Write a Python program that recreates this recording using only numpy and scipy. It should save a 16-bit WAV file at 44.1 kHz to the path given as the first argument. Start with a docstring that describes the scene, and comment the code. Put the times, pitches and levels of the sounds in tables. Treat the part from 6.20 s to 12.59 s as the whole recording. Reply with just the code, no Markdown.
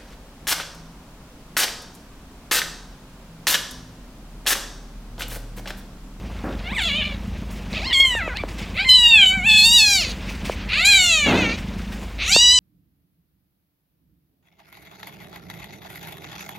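"""A newborn kitten mews seven times close to the microphone in a small quiet room: harmonics of its vocal folds,
hoarse rasp and breath pass a throat with two sliding mouth resonances. Its mother's purr is a train of thumps
ringing in her chest. Wet pops are falling chirps, ticks are damped sines, and two low scuffs are shaped noise.
Fur rustle swells in the room hiss, with low rumble and a wavering mains hum underneath."""
import sys
import numpy as np
from scipy import signal
from scipy.io import wavfile
from scipy.ndimage import uniform_filter1d

SR = 44100
rng = np.random.default_rng(int(sys.argv[2]) if len(sys.argv) > 2 else 0)


def digitize_waveform(pressure):
    """Quantize a signal to 16-bit integers and store it at the path in sys.argv[1].

    Rows of a 2-D input are taken as channels; values are limited to [-1, 1].
    """
    field = np.atleast_2d(pressure).T
    bounded = np.clip(field, -1, 1)
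    quanta = np.round(bounded * 32767).astype(np.int16)
    wavfile.write(sys.argv[1], SR, quanta)


def field_ratio(decibels):
    """Amplitude ratio for a level in dB (20 dB per decade); scalars and array-likes work."""
    return 10 ** (np.asarray(decibels, dtype=float) / 20)


N = 281799

# The kitten's voice, one list of rows a mew. Each row: time in seconds, pitch in Hz, effort (level of the
# partials below the treble) in dB, treble level against the effort in dB, lower and upper mouth resonance
# in Hz, hoarseness from 0 to 1.
MEWS = [
    [(.44, 682, -43, -21, 2220, 3480, 0.7), (.474, 715, -30.5, -39, 2340, 3440, 0.72),
     (.5, 809, -34, -35, 2100, 3300, 0.34), (.55, 1257, -33, -18, 2200, 3550, 0.77),
     (.572, 1051, -24, -20, 2050, 3540, 0.94), (.606, 785, -21.5, -18.5, 2230, 3300, .7),
     (.634, 678, -24.5, -16, 2280, 3320, 0.99), (.672, 682, -21.5, -18, 2200, 3360, 0.32),
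     (.7, 564.4, -23, -22, 2400, 3230, .5), (.734, 567, -23.5, -24, 2550, 3300, 0.58),
     (.792, 630, -23.5, -26, 2880, 3380, .45), (.82, 578.6, -22.5, -34, 2700, 3350, 0.93),
     (.85, 586.6, -28, -27, 2620, 3356, 0.83), (.88, 600.3, -31, -27, 2450, 3380, .98),
     (.904, 586, -34.5, -27, 2340, 3400, 0.99), (.95, 548, -39.5, -20, 2250, 3450, 0.8)],
    [(1.53, 412, -35.5, -23, 2457, 3780, 0.84), (1.57, 684, -28, -29, 2583, 3770, 1),
     (1.6, 550, -33.5, -20, 2376, 3870, 0.86), (1.62, 669, -34.5, -20, 2250, 3995, 0.8),
     (1.672, 1070, -26.5, -23, 2370, 4300, 0.18), (1.7, 1050, -28.5, -28, 2720, 3610, 1),
     (1.727, 920, -19.5, -38, 2160, 3266, 0.71), (1.729, 1185, -14.5, -22, 2560, 3500, 1),
     (1.75, 1078, -12, -20, 2590, 3470, 0.14), (1.795, 1072, -13.5, -14.5, 2530, 3420, 0.012),
     (1.805, 1090, -2.5, -24.5, 2655, 3340, 0.0093), (1.831, 1085, -15, -21, 2420, 3580, .01),
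     (1.853, 1058, -7, -26, 2540, 3260, 0.012), (1.875, 1041, -20, -11.5, 2850, 3250, 0.047),
     (1.982, 893, -24.5, -19, 1890, 3300, 0.41), (2.024, 662, -26.5, -37, 1907, 3580, 0.24),
     (2.068, 655, -32.5, -22, 2210, 3494, 0.38), (2.102, 509, -31, -25, 1724, 3455, 0.32),
     (2.135, 479, -32.5, -39, 1575, 3375, 0.32)],
    [(2.14, 779, -43, -35, 1943, 4166, 0.31), (2.165, 870, -32, -29, 2170, 4006, 0.86),
     (2.18, 1034, -32, -34, 2310, 3984, .95), (2.198, 1186, -30, -32, 2320, 4060, 1),
     (2.22, 1154, -36, -28, 2290, 3700, 0.94)],
    [(2.545, 479, -39, -30, 2340, 3580, 0.88), (2.575, 640, -26, -29, 2334, 3710, 0.96),
     (2.598, 756, -16, -34, 2323, 3890, 0.76), (2.645, 830, -27, -22, 2470, 4370, 0.61),
     (2.647, 1038, -24.5, -31, 2220, 3970, 0.63), (2.688, 1050, -15.5, -18, 2230, 4020, .15),
     (2.691, 1007, -3.5, -17.5, 2960, 3940, 0.043), (2.734, 1009, -2.5, -22.5, 2760, 3670, 0.017),
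     (2.814, 967.4, -11.5, -14.5, 2876, 3680, 0.045), (2.87, 941, -2.5, -24.5, 2940, 3770, .06),
     (2.885, 946, -11, -14, 2800, 3630, 0.13), (2.937, 898, -4, -27, 2916, 3545, 0.12),
     (2.995, 821, -5.5, -21, 2810, 3200, 0.077), (3.035, 769, -5.5, -24, 2920, 3090, 0.4),
     (3.092, 742, -14, -11, 2905, 3720, 0.25), (3.152, 777, -19.5, -24.5, 2093, 3830, 0.13),
     (3.22, 715, -29.5, -16, 2120, 3730, 0.064)],
    [(3.22, 710, -30, -23, 2300, 3530, 0.097), (3.24, 756, -24, -21, 2340, 3570, 0.084),
     (3.27, 906, -10.5, -20, 2534, 3600, 0.088), (3.3, 865.7, -8, -20, 2534, 3425, 0.45),
     (3.394, 856.3, -7, -13, 2620, 3820, .33), (3.428, 848, -6.5, -15, 2634, 4060, 0.25),
     (3.46, 913, -7, -10, 2700, 4100, 0.12), (3.498, 920, -10, -9.5, 2930, 3960, 0.06),
     (3.548, 966, -7.5, -8.5, 2820, 3890, 0.062), (3.568, 959, -4, -13.5, 2700, 3980, 0.075),
     (3.61, 860, -9.5, -9, 2670, 4150, 0.082), (3.64, 853, -9, -14, 2550, 3870, .12),
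     (3.694, 812, -14.5, -9, 2430, 4250, .13), (3.727, 801.4, -14, -5.5, 2370, 4330, 0.14),
     (3.77, 759, -15.5, -10, 2414, 4050, 0.18), (3.806, 694, -20.5, -10.5, 2740, 4550, 0.23),
     (3.856, 511, -26.5, -15, 2470, 4240, 0.37), (3.885, 505, -35.5, -10, 2495, 4100, 0.62),
     (3.92, 462, -31.5, -11, 2550, 4110, 1)],
    [(4.49, 305, -33, -25, 2470, 4050, .88), (4.504, 366, -25.5, -28, 2400, 3910, .8),
     (4.53, 488, -21, -26, 2333, 3915, 0.79), (4.61, 684, -16.5, -18, 2510, 3940, 0.5),
     (4.647, 757, -16.5, -18, 2223, 3560, 0.48), (4.65, 778, -9, -4.5, 2384, 4080, 0.31),
     (4.691, 833, -7.5, -9, 2350, 4080, .26), (4.74, 786, -5.5, -11, 2400, 4000, 0.28),
     (4.775, 777, -9, -7.5, 2400, 3870, 0.33), (4.79, 747, -11, -6, 2350, 3740, .14),
     (4.86, 710, -14.5, -4.5, 2800, 4180, 0.25), (4.932, 653, -12, -6.5, 2630, 3700, 0.17),
     (5.002, 602, -18, -7, 2544, 3775, 0.11), (5.068, 559, -16.5, -18, 2400, 3413, 0.51),
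     (5.096, 550.5, -19.5, -15, 2586, 3400, 0.77), (5.135, 470, -24, -22, 2150, 3500, 1),
     (5.185, 534.4, -21, -17, 2350, 3950, .55), (5.256, 452, -21, -24, 2370, 3745, 0.42),
     (5.29, 457, -23.5, -24, 2280, 4024, .57), (5.322, 461.4, -24, -26, 2330, 4030, 0.28),
     (5.33, 477, -28.5, -24, 2320, 3880, 0.61), (5.36, 489, -38.5, -12, 2290, 3920, 0.68)],
    [(5.978, 164, -50, -39, 2300, 3680, 0.14), (5.99, 205.3, -32, -34, 2330, 3860, 0.36),
     (6.019, 351.5, -22.5, -21, 2452, 3820, 0.22), (6.06, 540, -26.5, -13, 2466, 3700, 0.61),
     (6.102, 728, -22, 0.5, 2390, 3720, 0.6), (6.128, 800, -10.5, -8.5, 2796, 4320, .5),
     (6.158, 909, -9.5, -7.5, 2870, 4030, 0.43), (6.199, 955, -10.5, -7.5, 2865, 4440, 0.23),
     (6.235, 977.7, -7.5, -10, 2870, 4100, 0.03), (6.31, 980.3, -8, -11, 2630, 4160, 0.018),
     (6.342, 1006, -10, -8, 2860, 4160, 0.022), (6.39, 986, -12.5, -7, 2730, 4300, 0.031)],
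]
TREBLE_HZ = 5500  # the treble of the voice starts here


def evened(x):
    """Scales to rms 1."""
    return x / np.sqrt(np.mean(x ** 2) + 1e-20)


def read(points, hz):
    """Reads a spectrum table at the frequencies hz, along a log frequency axis."""
    f, value = np.transpose(points)
    return np.interp(np.log(hz + 1), np.log(f + 1), value)


def columns(rows, t):
    """Reads every column of a curve table at the times t."""
    s, *rest = np.transpose(rows)
    return [np.interp(t, s, c) for c in rest]


def drift(shape, span_s):
    """Smoothed chance of rms 1; a longer span drifts more slowly."""
    size = max(int(span_s * SR), 1)
    return evened(uniform_filter1d(uniform_filter1d(rng.standard_normal(shape), size), size))


def noise(db_at):
    """Noise whose short-time spectrum in dB is db_at(hz, t)."""
    frames = N // 128 + 5
    hz = np.fft.rfftfreq(512, 1 / SR)[:, None]
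    a, b = rng.standard_normal((frames, 257, 2)).T
    white = a + 1j * b
    shaped = white * field_ratio(db_at(hz, np.arange(frames) * 128 / SR))
    unit = np.std(signal.istft(white, nperseg=512, noverlap=384)[1])
    return signal.istft(shaped, nperseg=512, noverlap=384)[1][:N] / unit


def band_db(db, hz, lo_hz, hi_hz):
    """Level that the spectrum db gives to white noise of rms 1 inside a band."""
    inside = (hz >= lo_hz) & (hz < hi_hz)
    return 10 * np.log10((field_ratio(db) ** 2 * inside).mean(0) + 1e-20)


def sounding(tables, t, fade_s):
    """1 while any table plays, with soft edges."""
    on = sum((t >= rows[0][0] - fade_s / 2) & (t <= rows[-1][0] + fade_s / 2) for rows in tables)
    return uniform_filter1d((on > 0) * 1., max(int(fade_s / t[1]), 1))


def kitten():
    """Vocal-fold harmonics and breath pass a throat whose resonances slide as the mouth moves."""
    t = np.arange(N) / SR
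    gate = sounding(MEWS, t, 0.0048)
    on = gate > 0
    pitch, *_, hoarse = mew_controls(t)
    jitter = 0.029 * hoarse * drift(N, .001) + .003 * drift(N, 0.0116)
    turns = (np.cumsum(uniform_filter1d(pitch, 300) * (1 + jitter)) / SR)[on]

    # the strengths of the partials are drawn on a slower clock
    slow = t[::64]
    hoarse_slow = hoarse[::64]
    pitch, effort_db, treble_db, first_db, *mouth, _, _ = (uniform_filter1d(c, 5) for c in mew_controls(slow))
    first_db = uniform_filter1d(first_db, 30)  # the nasal fundamental moves slowly
    k = np.arange(1, 49)[:, None]
    hz = k * pitch
    flutter = evened(uniform_filter1d(rng.standard_normal((len(k), len(slow))), 12))  # each partial wavers alone
    size = field_ratio(throat_db(hz, pitch, *mouth) + 2.22 * flutter) * (hz < 16000) * (k > 1)
    rasp = evened(uniform_filter1d(rng.standard_normal(size.shape), 2))
    size *= field_ratio(5.2 * hoarse_slow * np.clip(hz / 4500, 0, 1.5) * rasp)  # hoarse folds scatter the upper partials

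    # effort and treble set the level of the partials on either side of TREBLE_HZ
    high = hz > TREBLE_HZ
    for part, db in ((~high, effort_db), (high, effort_db + treble_db)):
        power = (size ** 2 * part).sum(0)
        size = np.where(part, size * field_ratio(db) * np.sqrt(2 / (power + 1e-12)), size)
    size *= field_ratio(top_db(hz, slow))
    breakup_db = 12 * hoarse_slow * np.minimum(flutter[0] - .3, 0)  # a hoarse fundamental breaks up
    size[0] = field_ratio(first_db + breakup_db) * np.sqrt(2)

    blur = 3.2 * (hoarse_slow - .05) * (hz / 9000) ** 3  # the highest partials lose their phase
    phase = -.3 * k - .03 * k ** 2 + blur * rng.standard_normal(size.shape)  # one sharp pulse a cycle
    tone = np.zeros(N)
    for n, a, p in zip(k[:, 0], size, phase):
        angle = 2 * np.pi * n * turns + np.interp(t[on], slow, p)
        tone[on] += np.interp(t[on], slow, a) * np.cos(angle)

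    def breath_db(f, s):
        """Breath has a sharpened throat colour and its own balance of treble."""
        pitch, effort, treble, _, *mouth, under, _ = mew_controls(s)
        shape = 4.1 * throat_db(f, pitch, *mouth)
        low = band_db(shape, f, 1400, TREBLE_HZ)
        top = band_db(shape, f, TREBLE_HZ, 15500)
        balance = np.where(f < TREBLE_HZ, -low, treble + 10.0 - top)
        return shape + top_db(f, s) + effort + under + balance

    puffs = np.ones(N)
    puffs[on] += 0.11 * np.cos(2 * np.pi * turns)  # air escapes once a cycle
    shimmer = field_ratio((.25 + 2.2 * hoarse) * drift(N, .002))  # uneven closing of the folds
    return gate * (tone * shimmer + puffs * noise(breath_db))


def mew_controls(t):
    """Pitch, effort, treble, fundamental, mouth, breath and hoarseness at the times t."""
    # Strength of the upper mouth resonance beside the lower. Each row: time in seconds, level in dB.
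    upper_strength = [(.44, -12), (.58, -10.5), (.67, 8), (.79, -14.5), (.95, -2), (1.53, -2), (1.6, -11),
                      (1.7, -2), (1.727, -31), (1.73, 8), (1.79, -14), (1.805, 4.5), (1.85, -14),
                      (1.89, -12.5), (2.1, -23), (2.18, -13), (2.22, -9), (2.57, -7.5), (2.67, -12),
                      (2.73, 6.5), (2.87, -10), (2.905, 3), (2.94, -10), (3.035, -20), (3.1, -11),
                      (3.15, -23), (3.27, -14), (3.3, 0.5), (3.46, 8.5), (3.6, 4), (3.66, -2), (3.77, 1),
                      (3.86, -2), (3.92, 4), (4.5, -10), (4.69, -3.5), (4.77, -0.5), (4.86, -8.5),
                      (4.93, 1), (5.0, -13), (5.1, -7), (5.19, -11), (5.27, -17.5), (5.36, -4), (6.0, -7.5),
                      (6.08, -2), (6.1, -21), (6.13, 5), (6.23, 1.2), (6.31, 3.5), (6.39, -2.5)]
    clear_db, hoarse_db = -38, -14.5  # breath against the effort, clear and fully hoarse
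    knee_hz, db_per_octave = 640, 22  # the fundamental fades when the pitch sinks under the knee
    pitch, effort, treble, low_hz, high_hz, hoarse = columns(sum(MEWS, []), t)
    hoarse = np.clip(hoarse, 0, 1)
    breath = clear_db + (hoarse_db - clear_db) * np.sqrt(hoarse)
    fade_db = db_per_octave * np.minimum(np.log2(pitch / knee_hz), 0)
    first = -32 + 0.2 * effort + fade_db  # the nasal fundamental follows the effort a little
    return pitch, effort, treble, first, low_hz, high_hz, *columns(upper_strength, t), breath, hoarse


def throat_db(hz, pitch, low_hz, high_hz, high_db):
    """Two mouth resonances on the colour of the throat, whose treble part shifts with the pitch."""
    # Colour of the kitten's throat and mouth. Each row: frequency in Hz, relative level in dB.
    throat_colour = [(400, -33), (1200, 12.5), (1800, 2.5), (2200, 7), (4500, 8), (5100, 5), (5600, 12.5),
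                     (6400, 9), (7800, 14), (8600, -1), (10200, -2.5), (11800, -6), (12800, -10),
                     (14500, -12), (15800, -14)]
    low_width_hz, high_width_hz = 623, 865

    def peak(centre, width):
        return 1 / (1 + ((hz - centre) / width) ** 2) ** 3.14

    both = peak(low_hz, low_width_hz) + field_ratio(high_db) ** 2 * peak(high_hz, high_width_hz)
    skirt = field_ratio(-22.5) ** 2 * (hz < low_hz) * (hz > 1300)  # low partials leak through the nose
    stretch = np.clip(pitch / 900, .4, 1.2) ** 0.26  # the larynx rises with the pitch and shortens the throat
    below = read(throat_colour, hz) + 10 * np.log10(both + skirt)
    above = read(throat_colour, np.maximum(hz / stretch, TREBLE_HZ))
    return np.where(hz < TREBLE_HZ, below, above)


def top_db(hz, t):
    """Level around the start of the treble and in the highest band, changing from mew to mew."""
    # Treble colour. 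Each row: time in seconds, dB of a broad bell at 5780 Hz (negative dips), dB above 8720 Hz.
    treble_colour = [(.6, -4, 3), (1.6, 7.5, 1), (1.85, -4, 2), (2.75, -4.5, 1.5), (3.05, -7, -1),
                     (3.4, -5.5, 3.5), (3.7, 6, 5), (4.7, -8, 0.5), (5.0, -3.5, -6), (5.3, 7.5, -2),
                     (6.1, 2, -1), (6.3, 5, -11)]
    bell_db, air_db = columns(treble_colour, t)
    return bell_db * np.exp(-((hz - 5780) / 1040) ** 2) + air_db * (hz > 8720)


def room(x):
    """A few near bounces, then a faint sparse tail of random echoes that dies away."""
    # Nest walls and hand close to the mouth. Each row: delay in ms, level against the direct sound in dB.
    bounces = [(.9, -82.5), (2.3, -22.5), (4.1, -31), (7.7, -14.5), (12.5, -22.5)]
    tail_db, t60_s = -14, 0.14  # whole tail against the direct sound, time to fall by 60 dB
    taps, t = np.zeros(SR // 2), np.arange(SR // 2) / SR
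    at = np.arange(600, SR // 2 - 20, 20)
    taps[at + rng.integers(0, 20, len(at))] = rng.choice([-1., 1.], len(at))
    taps *= field_ratio(-60 * t / t60_s)
    taps *= field_ratio(tail_db) / np.linalg.norm(taps)
    taps[0] = 1  # direct sound
    for ms, db in bounces:
        taps[round(ms * SR / 1000)] = field_ratio(db)
    return signal.oaconvolve(x, taps / np.linalg.norm(taps))[:N]


def purr():
    """The larynx shuts some 27 times a second and thumps the chest; uneven stretches blur into rumble."""
    # Loudness of the mother's purr. Each row: time in seconds, level in dB.
    purr_levels = [(0.0, -36), (0.19, -45), (0.25, -41.5), (0.64, -38.5), (0.69, -32), (1.56, -35),
                   (1.67, -49), (2.44, -36), (2.76, -40.5), (3.33, -30.5), (3.95, -42.5), (4.06, -37),
                   (4.59, -39), (5.02, -39), (5.09, -22.5), (5.23, -24), (5.32, -35), (5.77, -33),
                   (6.07, -58.5), (6.12, -28), (6.28, -53), (6.39, -55)]
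    # Resonance of her chest. Each row: frequency in Hz, relative level in dB.
    chest = [(40, -47), (80, 7), (110, 3.5), (160, -1.5), (190, 12.5), (240, 2.5), (300, -17), (450, -48.5)]
    t = np.arange(N) / SR
    db, = columns(purr_levels, t)
    rate_hz = 27.0 * (1 + 0.033 * drift(N, 0.303))  # the throb changes pace slowly
    turns = np.cumsum(rate_hz * (1 + 0.1 * drift(N, .03))) / SR  # and stumbles quickly
    thumps = np.diff(np.floor(turns), prepend=0) * field_ratio(3.1 * drift(N, 0.023))
    gain_db = read(chest, np.fft.rfftfreq(8192, 1 / SR))
    log_gain = np.log(field_ratio(np.r_[gain_db, gain_db[-2:0:-1]]))
    ring = np.fft.ifft(np.exp(np.conj(signal.hilbert(log_gain)))).real[:4096]  # causal ring of the chest
    return field_ratio(db) * evened(signal.oaconvolve(thumps, ring)[:N])


def pops_and_ticks():
    """Pops: nearly four cycles gliding down. Ticks: damped sines, with a random crackle of fainter ones."""
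    # Wet pops. Each row: start in seconds, level in dB.
    pop_list = [(1.537, -25.5), (1.695, -37), (1.799, -23.5), (1.849, -27), (1.95, -19.5), (2.077, -18),
                (2.236, -15), (3.055, -30), (3.888, -29), (4.296, -11.5), (6.162, -4.5)]
    # Dry ticks. Each row: start in seconds, level before the damping in dB, frequency in Hz.
    tick_list = [(.327, -29, 3400), (.393, -29, 4200), (1.729, -12, 3500), (2.171, -11, 4000),
                 (3.06, -9, 4000), (4.493, -19, 3200), (5.816, -25, 2600)]
    out, t = np.zeros(N + SR), np.arange(400) / SR
    glide = 443.1 * t + 1.74708 * (1 - np.exp(-t / 0.00072))  # cycles; the pitch sinks towards 443 Hz
    swell = np.sin(np.pi * np.clip(t / 0.0048, 0, 1)) ** 0.83
    pop = np.sin(2 * np.pi * glide) * swell
    for s, db in pop_list:
        out[round(s * SR):][:400] += field_ratio(db) * pop
    for s, db, hz in tick_list:
        out[round(s * SR):][:400] += field_ratio(db) * np.sin(2 * np.pi * hz * t) * np.exp(-t / .0005)

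    # fur and claws: some 25 faint clicks a second
    strength = field_ratio(-44 + 4 * np.minimum(rng.exponential(1, N), 3))
    crackle = strength * (rng.random(N) < 25 / SR)
    click = np.sin(2 * np.pi * 3600 * t) * np.exp(-t / 0.0011)
    return out[:N] + signal.oaconvolve(crackle, click)[:N]


def scuffs():
    """Low noise whose colour sinks as it fades, with a slightly wavering level."""
    # Scuffs close to the microphone. Each row: start in seconds, rise in seconds, length in seconds,
    # level before the fade in dB, colour control at the start in Hz, tilt in dB an octave.
    scuff_list = [(0.238, 0.0025, 0.19, -26, 316, 0), (5.057, 0.016, 0.31, -13.5, 300.5, 0.5)]
    # Their colour while the control stands at 280 Hz. Each row: frequency in Hz, relative level in dB.
    scuff_colour = [(60, -30), (100, -13.5), (280, 6), (420, -6), (560, -4), (1200, -14), (1700, -14.5),
                    (2600, -49)]
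    t, out = np.arange(N) / SR, np.zeros(N)
    for start, rise, length, level_db, first_hz, tilt_db in scuff_list:
        def colour_db(f, s):
            control_hz = first_hz * 0.79 ** np.clip((s - start) / length, 0, 1)
            shape = read(scuff_colour, f * (280 / control_hz) ** 0.37)  # the colour follows only in part
            shape = shape + tilt_db * np.log2(f / 500 + 0.12)
            return shape - band_db(shape, f, 130, 1300)

        u = np.clip((t - start) / length, 0, 1)
        envelope = np.clip((t - start) / rise, 0, 1) * (u < 1) * field_ratio(level_db - 27.5 * u ** 1.86)
        out += envelope * noise(colour_db)
    return out * field_ratio(0.47 * drift(N, 0.0027))


def hiss_levels(s):
    """Each stroke of fur moves the hiss fast and lets it settle back; the three bands also flicker."""
    # Strokes of fur rustle. Each row: start in seconds, fall time constant in seconds,
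    # lift at 2-5 kHz in dB, lift at 9-15.5 kHz in dB (both before the stroke's envelope).
    rustle = [(.384, 0.041, 7, -7), (1.3, 0.055, 2, 23), (1.351, .05, 7.5, 3), (1.5, 0.11, 9, 12),
              (2.276, 0.062, 8, 17), (2.378, 0.083, 15, 16), (2.538, 0.18, -9, 7), (3.8, 0.57, 8, 10),
              (4.02, .04, 7, -7), (4.07, 0.031, 10, 8), (4.09, 0.037, 4, 12), (4.24, 0.12, 12.5, 18),
              (4.35, 0.23, 4, -11), (5.2, 0.37, 7.5, 5), (5.373, 0.026, 11, 16), (5.576, 0.086, 3, 7),
              (5.715, 0.047, 9, 16), (5.785, .02, -5, 14), (5.815, 0.05, 5, 11)]
    still_db = np.array([-45, -49, -68])  # still room at 0.3-1.3, 2-5 and 9-15.5 kHz
    rise_s, low_share = 0.013, 0.31  # the low band takes this share of the middle lift
    start, fall, mid_db, high_db = np.transpose(rustle)[:, :, None]
    after = np.maximum(s - start, 0)
    stroke = np.minimum(after / rise_s, 1) * np.exp(-after / fall)
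    mid = (mid_db * stroke).sum(0)
    top = (high_db * stroke).sum(0)
    flicker = 1.5 * evened(uniform_filter1d(rng.standard_normal((3, len(s))), size=5))  # dB
    return still_db[:, None] + [low_share * mid, mid, top] + flicker


def background():
    """Room hiss that swells with the rustle of fur, in drifting patches, over low rumble and a wavering hum."""
    # Colour of the room hiss. Each row: frequency in Hz, relative level in dB.
    room_tone = [(15, -39), (25, -9), (36, -1), (53, 0), (86, -33), (130, -13), (194, -2), (333, -13.5),
                 (572, -14.5), (1390, -20.5), (2520, -18.5), (4690, -28.5), (5980, -36), (12100, -64),
                 (15800, -56)]
    # Mains hum. Each row: frequency in Hz, mean level in dB.
    hum_tone = [(49.8, -33)]

    def level_db(f, s):
        shape = read(room_tone, f)
        bands = [(300, 1300), (2000, 5000), (9000, 15500)]
        low, mid, top = (db - band_db(shape, f, *b) for db, b in zip(hiss_levels(s), bands))
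        # blends between the three bands
        to_mid = np.clip(np.log(f / 1200 + 1e-9) / np.log(1.7), 0, 1)
        to_top = np.clip(np.log(f / 4500 + 1e-9) / np.log(2.2), 0, 1)
        level = shape + low + to_mid * (mid - low) + to_top * (top - mid)
        patches = uniform_filter1d(rng.standard_normal((len(f), len(s))), 8, 0)
        patches = uniform_filter1d(patches, 14, 1)
        return level + 1.24 * evened(patches) - 30 * (f < 130)

    t = np.arange(N) / SR
    (hz, db), = hum_tone
    hum_cycles = hz * t + 0.14 * drift(N, 0.0164)
    hum = field_ratio(db + 2 * drift(N, 0.011)) * np.sqrt(2) * np.sin(2 * np.pi * hum_cycles)
    low_pass_band = signal.butter(2, [48, 90], "bandpass", fs=SR, output="sos")
    rumble = signal.sosfilt(low_pass_band, rng.standard_normal(N))
    return noise(level_db) + hum + field_ratio(-39.5 + 0.83 * drift(N, 0.1)) * evened(rumble)


def scene():
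    """One microphone feeds both channels; only the kitten passes through the room echoes."""
    mono = room(kitten()) + purr() + pops_and_ticks() + scuffs() + background()
    return np.array([mono, mono])


def low_pass(x):
    """Removes everything above the highest recorded frequency."""
    return signal.sosfilt(signal.butter(12, 16020, fs=SR, output="sos"), x)


def record(dry):
    """Microphone hiss, a low cut, gain control that turns everything down in loud moments, a soft ceiling."""
    hiss = field_ratio(-60.5) * rng.standard_normal(N)
    low_cut = signal.butter(4, 38, "highpass", fs=SR, output="sos")
    cut = signal.sosfilt(low_cut, dry + hiss)
    power_db = 10 * np.log10(abs(uniform_filter1d(cut[0] ** 2, 2000)) + 1e-12)
    over_db = uniform_filter1d(np.maximum(power_db + 24, 0), 2000)  # smoothed excess over -24 dB
    ducked = cut / field_ratio(0.23 * over_db)
    mix = ducked / (1 + abs(ducked) ** 6) ** (1 / 6)
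    return low_pass(mix)


dry = scene()
out = record(dry)
digitize_waveform(out)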